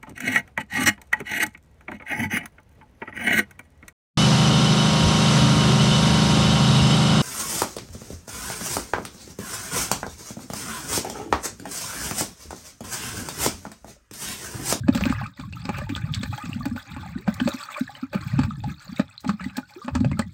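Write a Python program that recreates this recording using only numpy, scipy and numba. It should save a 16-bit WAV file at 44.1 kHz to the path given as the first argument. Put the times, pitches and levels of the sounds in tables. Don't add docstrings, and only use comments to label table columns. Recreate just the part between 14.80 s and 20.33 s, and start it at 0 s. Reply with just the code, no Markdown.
import sys
import numpy as np
from scipy import signal
from scipy.fft import rfft, irfft, next_fast_len
from scipy.io import wavfile
from scipy.ndimage import uniform_filter1d
from numba import njit

SR = 44100
rng = np.random.default_rng(int(sys.argv[2]) if len(sys.argv) > 2 else 0)


def materialize(psi):
    bounded = np.clip(np.atleast_2d(psi).T, -1, 1)
    quanta = np.round(bounded * 32767).astype(np.int16)
    wavfile.write(sys.argv[1], SR, quanta)


N = 243873
TIME_S = np.arange(N) / SR

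# frequency in Hz, relative level in dB.
SEA_COLOUR = [(25, -43), (100, 62.5), (250, 52), (400, -37.5), (1200, -25), (2500, -64), (4500, -51),
              (8000, -12.5), (15500, -35)]
SLOSH_COLOUR = [(45, -12), (58, -16), (75, -8), (102, 1), (150, -3.5), (220, -4)]
GURGLE_COLOUR = [(230, 14.5), (300, 23.5), (400, -49), (560, 8), (680, -6.5), (830, -12.5)]
WASH_COLOUR = [(500, -30), (580, -8.5), (680, -26.5), (820, -0.5), (960, -8.5), (1180, 0.5), (1600, 3),
               (2050, -3.5), (2500, -1), (2900, -12)]
FIZZ_COLOUR = [(2800, -26.5), (3400, 14.5), (4500, 12), (5800, 1), (7800, 8), (9000, 1), (12000, -10),
               (15500, 7.5)]
SPRAY_COLOUR = [(300, -58), (1000, -18.5), (2000, 2.5), (2600, -5), (4300, 4.5), (6000, -8.5), (7900, -1.5),
                (9500, -19.5), (15500, -23)]
TICK_COLOUR = [(1000, -47), (4000, -4), (8000, -3), (11000, -4.5), (13500, -8), (15500, -4.5)]
KNOCK_COLOUR = [(60, -57.5), (220, 12), (350, 0.5), (450, -9), (570, -1), (700, -13), (850, -0.5),
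                (1020, -8.5), (1250, -4.5), (1750, -3.5), (2050, -14), (2500, -7.5), (3200, -19.5),
                (6000, -62)]

# start in seconds, length in seconds, level in dB.
HEAVES = [(0.0, .44, -27.5), (.63, 0.41, -35.5), (.97, 0.56, -32.5), (1.68, 0.27, -33.5), (2.13, 0.26, -37),
          (2.49, 0.16, -37), (3.06, 0.13, -53.5), (3.36, .17, -37), (3.56, 0.089, -21.5), (3.74, 0.18, -33),
          (4.09, 0.082, -47.5), (4.48, 0.037, -39), (4.65, 0.042, -40), (5.16, 0.18, -25),
          (5.33, 0.15, -34)]
HEAVE_ATTACK_S, HEAVE_SAG_DB_PER_S, HEAVE_RELEASE_DB_PER_S = 0.032, 4, 272

# start in seconds, length in seconds,
# bubbling wash level in dB, fizz level in dB.
SURGES = [(0.143, 0.16, -40.5, -42.5), (0.262, .18, -39.5, -51), (0.582, 0.039, -49.5, -52),
          (0.764, .1, -54, -53.5), (0.859, 0.14, -45, -56.5), (0.953, 0.071, -41.5, -52),
          (1.098, 0.21, -47.5, -54.5), (1.338, 0.14, -46.5, -47.5), (1.523, 0.12, -42.5, -48.5),
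          (1.68, 0.23, -49.5, -52), (1.978, 0.021, -45, -46.5), (2.065, 0.35, -48, -52),
          (2.483, 0.42, -46, -53), (2.662, 0.19, -42.5, -42), (2.917, 0.088, -38.5, -46.5),
          (3.042, .18, -46, -53.5), (3.343, 0.032, -41, -50.5), (3.416, 0.24, -44.5, -50.5),
          (3.71, 0.088, -56.5, -56), (3.869, 0.056, -48, -51), (4.001, .15, -52, -51.5),
          (4.171, 0.034, -44, -47), (4.296, 0.045, -56.5, -59), (4.449, 0.1, -57, -59.5),
          (4.604, 0.08, -46.5, -55), (4.742, 0.034, -52, -55), (4.903, 0.18, -55, -57),
          (5.208, 0.2, -63.5, -63)]
SURGE_ATTACK_S, SURGE_RELEASE_DB_PER_S = 0.015, 305
WASH_SAG_DB_PER_S, FIZZ_SAG_DB_PER_S = 5.5, 17.5
CALM_SLOSH_DB, CALM_WASH_DB, CALM_FIZZ_DB = -66.5, -67.5, -65

# start in seconds, relative level in dB, t60 in seconds.
TICKS = [(0.149, -31, 0.087), (0.983, -31, 0.018), (1.324, -39, 0.017), (1.855, -29.5, 0.022),
         (2.541, -28.5, 0.025), (2.688, -27.5, 0.037), (2.817, -37, 0.0057), (2.996, -31.5, 0.023),
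         (3.35, -34, 0.012), (4.405, -41.5, 0.068), (4.496, -45, .018), (4.769, -25.5, 0.034),
         (4.907, -43.5, 0.016), (5.391, -35, 0.015)]

# start in seconds, level before swell and decay in dB, starting pitch in Hz.
DRIPS = [(0.035, -36.5, 1576), (.238, 3, 2410), (.325, -3, 1150), (0.413, -20, 780), (.418, -23.5, 1046),
         (0.435, -28, 1510), (0.458, -24, 1240), (0.635, -34, 1070), (0.734, -29.5, 2650),
         (.768, -31.5, 1273), (1.068, -35, 868), (1.151, -12, 3320), (1.178, -24, 1450),
         (1.339, -5.5, 3320), (1.527, -24, 808), (1.58, -23, 815), (1.731, -20, 2700), (1.807, -27.5, 1133),
         (1.977, -22.5, 1430), (2.179, -35.5, 1090), (2.231, -33, 842), (2.259, -32, 767), (2.6, -15, 3020),
         (2.887, -23, 1270), (2.964, -20, 1105), (2.977, -30, 589), (3.093, -29.5, 780),
         (3.151, -32.5, 2970), (3.232, -30, 1300), (3.328, -33, 590), (3.707, -22.5, 1235),
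         (3.841, -21, 797), (4.379, -23, 3980), (4.597, -28, 1290), (4.644, -23.5, 1920),
         (4.757, -33, 1600), (4.83, -37.5, 1430), (5.016, -33, 1166), (5.33, -29.5, 2065),
         (5.371, -36, 1310), (5.423, -24, 1880)]
TYPICAL_DRIP_DB, TYPICAL_DRIP_HZ, TYPICAL_DRIP_T60_S = -23, 1200, 0.029
LOUD_SHORTENS_EXPONENT, HIGH_SHORTENS_EXPONENT = 0.66, 0.55
DRIP_CLIMB = 0.18

# start in seconds, level before swell and decay in dB, starting pitch in Hz.
GLUGS = [(2.368, -29.5, 295), (4.961, -31, 316)]
GLUG_T60_S, GLUG_CLIMB, GLUG_FLUTTER_DB = 0.13, 1.2, 3.5

# time in seconds, knock level in dB, relative spray level in dB,
# pitch of the air caught in the blow in Hz.
SLAPS = [(0.082, -21.5, -35.5, 690), (0.148, -23.5, -29.5, 527), (.174, -32, -36, 2380),
         (0.208, -27.5, -41, 790), (0.254, -24.5, -31.5, 1100), (0.296, -31.5, -35.5, 2260),
         (.322, -38, -45, 1210), (0.462, -60, -43.5, 1230), (0.596, -39, -42.5, 1060),
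         (0.725, -44.5, -43.5, 2590), (0.853, -37, -36.5, 2240), (0.89, -22, -36.5, 850),
         (0.984, -30.5, -41, 1190), (1.092, -32.5, -40, 1900), (1.161, -31, -32, 1310),
         (1.344, -65, -27, 2690), (1.431, -28, -30, 1640), (1.577, -61, -40.5, 820),
         (1.654, -35.5, -40.5, 2760), (1.854, -27, -36, 800), (1.961, -36, -46, 755),
         (2.163, -36, -50, 865), (2.477, -20.5, -41, 635), (2.601, -25.5, -34, 1550),
         (2.675, -18, -31.5, 625), (2.738, -40, -38, 1090), (3.33, -34, -42, 550), (3.345, -27.5, -50, 527),
         (3.589, -23.5, -34.5, 1130), (3.612, -40, -49, 1640), (3.633, -28.5, -36.5, 1200),
         (3.837, -36, -43.5, 770), (4.195, -20.5, -37, 580), (4.444, -30.5, -46, 810),
         (4.476, -45, -37.5, 790), (4.491, -22.5, -33, 1180), (4.606, -32, -47, 1750),
         (4.64, -61, -40.5, 1970), (4.767, -37.5, -34.5, 816), (4.779, -29, -56, 870),
         (5.045, -45, -39.5, 1320), (5.08, -25.5, -42, 815), (5.151, -22, -31, 1070),
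         (5.203, -39, -44.5, 800), (5.245, -26.5, -42.5, 616), (5.314, -33, -43.5, 905),
         (5.392, -20.5, -29.5, 830)]
SLAP_T60_S = 0.039

# time of the peak in seconds, peak level in dB,
# pitch at the peak in Hz, t60 in seconds.
GULPS = [(0.093, -3.5, 250, 0.024), (.158, -12, 225.6, 0.057), (0.226, -17, 188.5, 0.11),
         (.268, -11, 234, 0.022), (0.306, -12, 239, 0.032), (0.597, -28.5, 250, .05),
         (0.858, -28.5, 245, 0.063), (0.899, -18, 202, 0.055), (1.102, -22, 267, 0.075),
         (1.127, -21, 262, 0.026), (1.245, -17.5, 122, 0.017), (1.314, -20, 140.5, 0.088),
         (1.381, -18, 110, 0.04), (1.406, -22, 201, 0.023), (1.437, -23.5, 218, 0.023),
         (1.499, -21.5, 113, 0.036), (1.54, -26.5, 127, 0.1), (1.642, -28, 244, 0.05),
         (1.697, -22.5, 227, 0.0083), (1.764, -20.5, 214.5, 0.057), (1.806, -26.5, 225, 0.094),
         (1.863, -17.5, 261, .071), (1.919, -19.5, 227, 0.09), (1.957, -23.5, 235, 0.059),
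         (2.169, -27.5, 257, .06), (2.363, -19.5, 227, 0.023), (2.486, -10.5, 203.5, 0.062),
         (2.618, -12.5, 239.6, 0.061), (2.663, -12.5, 222, 0.042), (2.685, -23.5, 294, 0.044),
         (2.747, -22.5, 248, .046), (3.015, -13.5, 240, 0.04), (3.233, -20, 249.4, 0.074),
         (3.359, -13, 195, .04), (3.47, -19, 142.5, 0.023), (3.54, -17.5, 176, 0.017),
         (3.592, -10, 240.6, 0.054), (3.624, -27, 188, 0.091), (3.684, -20, 203, 0.067),
         (3.855, -23.5, 128, 0.22), (3.88, -18.5, 212, 0.015), (4.096, -29.5, 183, 0.07),
         (4.129, -25.5, 225, 0.026), (4.202, -9, 222, 0.011), (4.466, -21, 243, 0.082),
         (4.494, -12.5, 191, 0.1), (4.541, -24, 193, 0.08), (4.616, -30, 172, 0.45),
         (4.665, -20, 238, 0.038), (4.785, -18.5, 248, 0.036), (5.051, -30.5, 223, 0.18),
         (5.084, -25.5, 255, 0.058), (5.161, -15, 230.6, 0.086), (5.213, -10.5, 238, 0.037),
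         (5.236, -19.5, 223.6, 0.21), (5.266, -11.5, 141, 0.046), (5.323, -17.5, 223, 0.01),
         (5.397, -15, 216, 0.048)]
GULP_SWELL_CYCLES = 1.02
STIR_BELOW_GULP_DB, STIR_RELEASE_DB_PER_S = -28, 167.5

# frequency in Hz, relative level in dB, t60 in seconds.
HULL_MODES = [(553, -5.5, 0.041), (629, -16, 0.026), (829, -13.5, 0.091), (821, -37, .06),
              (1172, -13.5, 0.035), (1241, -10, 0.038), (1570, -18, 0.069), (2400, -5, 0.022),
              (2560, -6.5, 0.028), (3300, -14, 0.014), (4510, -8, 0.021), (7950, -5.5, 0.01)]


def from_db(db):
    return 10 ** (np.asarray(db) / 20)


def rms_one(x):
    return x / np.sqrt(np.mean(x ** 2) + 1e-20)


def colour_db(colour, hz):
    points_hz, points_db = np.array(colour).T
    return np.interp(np.log(hz + 1e-3), np.log(points_hz), points_db)


def coloured(x, colour):
    size = next_fast_len(N)
    bins_hz = np.arange(size // 2 + 1) * SR / size
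    spectrum = rfft(x, size) * from_db(colour_db(colour, bins_hz))
    return rms_one(irfft(spectrum, size)[:N])


def evened(x, span_s):
    size = max(int(span_s * SR), 1)
    power = uniform_filter1d(uniform_filter1d(x ** 2, size), size)
    return x / np.sqrt(np.abs(power) + 1e-12)


def drift(per_s):
    knots = rng.standard_normal(int(N / SR * per_s) + 2)
    return rms_one(np.interp(TIME_S * per_s, np.arange(len(knots)), knots))


def swells(rows, attack_s, sag_db_per_s, release_db_per_s, calm_db):
    power = from_db(calm_db) ** 2
    for start_s, length_s, db in rows:
        t = TIME_S - start_s
        sag_db = sag_db_per_s * np.maximum(t, 0)
        fall_db = sag_db + release_db_per_s * np.maximum(t - length_s, 0)
        build_up = 1 / (1 + (np.minimum(t, 0) / attack_s) ** 4)
        power = power + (from_db(db - np.minimum(fall_db, 100)) * build_up) ** 2
    return np.sqrt(power)


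def droplets(per_s, spread_db):
    sizes = from_db(spread_db * np.minimum(rng.exponential(1, N), 4)) * rng.choice([-1, 1], N)
    return rms_one(sizes * (rng.random(N) < per_s / SR))


def ring(x, hz, t60_s):
    radius = from_db(-60 / (t60_s * SR))
    angle = 2 * np.pi * hz / SR
    gain = np.sqrt((1 - radius * radius) / 2)
    poles = [1, -2 * radius * np.cos(angle), radius * radius]
    return signal.lfilter(gain * np.array([1, 0, -1]), poles, x + 1e-18)


@njit
def bubble_sum(start_s, height, hz, t60_s, climb, out_size, sr):
    out = np.zeros(out_size)
    for k in range(len(start_s)):
        first, length = int(start_s[k] * sr), int(t60_s[k] * sr)
        level, phase, fade = height[k], 0.0, 1000.0 ** (-1.0 / length)
        for i in range(min(length, out_size - first)):
            phase += 2 * np.pi * hz[k] * (1 + climb[k] * i / length) / sr
            level *= fade
            out[first + i] += level * np.sin(phase) * phase ** 2 / (phase ** 2 + 40)
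    return out


def bubble_cloud(colour, cycles, spread_db, climb, count):
    when, pitch, size, life, climb_share = rng.random((count, 5)).T
    low_hz, high_hz = colour[0][0], colour[-1][0]
    hz = low_hz * (high_hz / low_hz) ** pitch
    size_db = spread_db * np.minimum(-np.log(1 - size), 3.5)
    height = from_db(colour_db(colour, hz) + size_db) * np.sqrt(hz)
    t60_s = cycles * 2 ** (2 * life - 1) / hz
    return rms_one(bubble_sum(when * N / SR, height, hz, t60_s, climb * climb_share, N, SR))


def froth(colour, patchy_db, flicker_per_s, count):
    edges_hz = np.geomspace(colour[0][0], colour[-1][0], count + 1)
    white = rng.standard_normal((2, N))
    together = drift(flicker_per_s)
    out = np.zeros(N)
    for k, (low_hz, high_hz) in enumerate(zip(edges_hz, edges_hz[1:])):
        sos = signal.butter(2, [low_hz, high_hz], "band", fs=SR, output="sos")
        band = signal.sosfilt(sos, white[k % 2])
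        flare = drift(flicker_per_s) + 0.92 * together
        out += band * from_db(colour_db(colour, np.sqrt(low_hz * high_hz)) + patchy_db * flare)
    return rms_one(out)


def open_sea(sea_db=-66):
    return from_db(sea_db) * coloured(rng.standard_normal(N), SEA_COLOUR)


def gulp_stir():
    stirs_db = np.full(N, -200.)
    for peak_s, db, _, _ in GULPS:
        stirs_db[int(peak_s * SR)] = db + STIR_BELOW_GULP_DB
    fade_db = STIR_RELEASE_DB_PER_S * TIME_S
    held_db = np.maximum.accumulate(stirs_db + fade_db) - fade_db
    return uniform_filter1d(from_db(held_db), size=600)


def slosh(flow, gurgle_db=-8.5):
    pockets = bubble_cloud(SLOSH_COLOUR, cycles=8.4, spread_db=1.5, climb=0.25, count=900)
    pockets = signal.sosfilt(signal.butter(3, [48, 270], "band", fs=SR, output="sos"), pockets)
    heave = swells(HEAVES, HEAVE_ATTACK_S, HEAVE_SAG_DB_PER_S, HEAVE_RELEASE_DB_PER_S, CALM_SLOSH_DB)
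    heave = np.hypot(heave, gulp_stir())
    gurgle = evened(bubble_cloud(GURGLE_COLOUR, cycles=35, spread_db=10.0, climb=0.087, count=1200), 0.12)
    meeting = np.sqrt(heave * flow)
    return heave * evened(pockets, 0.024) + from_db(gurgle_db) * meeting * gurgle


def wash(flow, froth_db=-1.5):
    water = bubble_cloud(WASH_COLOUR, cycles=47, spread_db=6.0, climb=0.073, count=6500)
    water += from_db(froth_db) * froth(WASH_COLOUR, patchy_db=6.0, flicker_per_s=50, count=12)
    return flow * evened(water, 0.075)


def fizz(froth_db=-1, patter_db=-10):
    water = bubble_cloud(FIZZ_COLOUR, cycles=50, spread_db=7.0, climb=0.015, count=5500)
    water += from_db(froth_db) * froth(FIZZ_COLOUR, patchy_db=5.0, flicker_per_s=75, count=11)
    patter = droplets(20000, 1.7) * from_db(10 * drift(80))
    water += from_db(patter_db) * coloured(patter, SPRAY_COLOUR)
    bursts = [(start_s, length_s, db) for start_s, length_s, _, db in SURGES]
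    level = swells(bursts, SURGE_ATTACK_S, FIZZ_SAG_DB_PER_S, SURGE_RELEASE_DB_PER_S, CALM_FIZZ_DB)
    return level * evened(water, 0.085)


def ticks(tick_db=-3):
    fading = np.zeros(N)
    for start_s, db, t60_s in TICKS:
        span = slice(int(start_s * SR), int((start_s + .1) * SR))
        fading[span] += from_db(db + tick_db - 60 * (TIME_S[span] - start_s) / t60_s)
    return fading * evened(coloured(droplets(6200, 1.8), TICK_COLOUR), .004)


def drips():
    start_s, db, hz = np.array(DRIPS, float).T
    loud_factor = from_db(TYPICAL_DRIP_DB - db) ** LOUD_SHORTENS_EXPONENT
    high_factor = (TYPICAL_DRIP_HZ / hz) ** HIGH_SHORTENS_EXPONENT
    t60_s = TYPICAL_DRIP_T60_S * loud_factor * high_factor
    return bubble_sum(start_s, from_db(db), hz, t60_s, np.full(len(hz), DRIP_CLIMB), N, SR)


def glugs():
    start_s, db, hz = np.array(GLUGS, float).T
    t60_s, climb = np.full(len(hz), GLUG_T60_S), np.full(len(hz), GLUG_CLIMB)
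    notes = bubble_sum(start_s, from_db(db), hz, t60_s, climb, N, SR)
    return notes * from_db(GLUG_FLUTTER_DB * drift(170))


def slap_shape(t, attack_s=0.0018, lead_db=-21, lead_s=0.0079, trail_db=-17, trail_t60_s=0.11):
    after = np.maximum(t, 0)
    decay = from_db(-60 * after / SLAP_T60_S)
    trail = from_db(trail_db - 60 * after / trail_t60_s)
    touch = from_db(lead_db) * np.exp(-np.abs(t) / lead_s)
    return np.minimum(after / attack_s, 1) * (decay + trail) + touch


def slaps(spray_db=1, froth_db=1, air_db=-5, air_cycles=8):
    out = np.zeros(N)
    knocks = evened(coloured(droplets(3000, 3.5), KNOCK_COLOUR), 0.0041)
    spray = coloured(droplets(3000, 2.7), SPRAY_COLOUR)
    spray += from_db(froth_db) * froth(SPRAY_COLOUR, patchy_db=11.0, flicker_per_s=130, count=14)
    spray = evened(spray, 0.019)
    for slap_s, knock_db, splash_db, air_hz in SLAPS:
        span = slice(max(int((slap_s - .03) * SR), 0), int((slap_s + .25) * SR))
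        shape = slap_shape(TIME_S[span] - slap_s)
        thud = from_db(knock_db) * shape * knocks[span]
        air = from_db(air_db) * np.std(thud) * rms_one(ring(thud, air_hz, air_cycles / air_hz))
        out[span] += thud + air + from_db(splash_db + spray_db) * shape * spray[span]
    return out


def gulps(rise_per_s=6.04, boom_db=-19, boom_t60_s=0.18):
    out = np.zeros(N)
    for peak_s, db, hz, t60_s in GULPS:
        swell_s = GULP_SWELL_CYCLES / hz
        span = slice(max(int((peak_s - 3 * swell_s) * SR), 0), int((peak_s + .2) * SR))
        t = TIME_S[span] - peak_s
        decay = from_db(-60 * (np.hypot(t, .003) - .003) / t60_s)
        shape = np.where(t < 0, np.exp(-(t / swell_s) ** 2), decay)
        pitch_hz = hz * (1 + rise_per_s * np.clip(t, -.02, .02))
        phase = 2 * np.pi * np.cumsum(pitch_hz) / SR
        out[span] += from_db(db) * shape * np.sin(phase - phase[np.argmax(shape)])
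    hollow = sum(ring(out, hz, boom_t60_s) for hz in (104, 188, 256))
    return out + from_db(boom_db) * np.std(out) * rms_one(hollow)


def hull(x, ring_db=-19):
    modes = sum(from_db(db) * ring(x, hz, t60_s) for hz, db, t60_s in HULL_MODES)
    return x + from_db(ring_db) * modes


def deck(x, echo_db=-11, t60_s=0.097):
    t = TIME_S[:int(.12 * SR)]
    sparse = rng.standard_normal(len(t)) * (rng.random(len(t)) < 2500 / SR)
    echoes = sparse * (t > .002) * from_db(-60 * t / t60_s)
    echoes /= np.sqrt(np.sum(echoes ** 2))
    return x + from_db(echo_db) * signal.fftconvolve(x, echoes)[:N]


def scene():
    pushes = [row[:3] for row in SURGES]
    flow = swells(pushes, SURGE_ATTACK_S, WASH_SAG_DB_PER_S, SURGE_RELEASE_DB_PER_S, CALM_WASH_DB)
    surface = wash(flow) + fizz() + ticks() + drips() + glugs() + slaps()
    deep = open_sea() + slosh(flow) + gulps()
    return (deck(hull(surface)) + deep)[None]


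def record(dry, dip_hz=10400, dip_width_hz=3200, dip_db=-15, cutoff_hz=15900):
    edges_hz = [dip_hz - dip_width_hz / 2, dip_hz + dip_width_hz / 2]
    notched = signal.sosfilt(signal.butter(1, edges_hz, "bandstop", fs=SR, output="sos"), dry)
    heard = notched + from_db(dip_db) * (dry - notched)
    return signal.sosfilt(signal.ellip(10, .3, 70, cutoff_hz, fs=SR, output="sos"), heard)


dry = scene()
out = record(dry)
materialize(out)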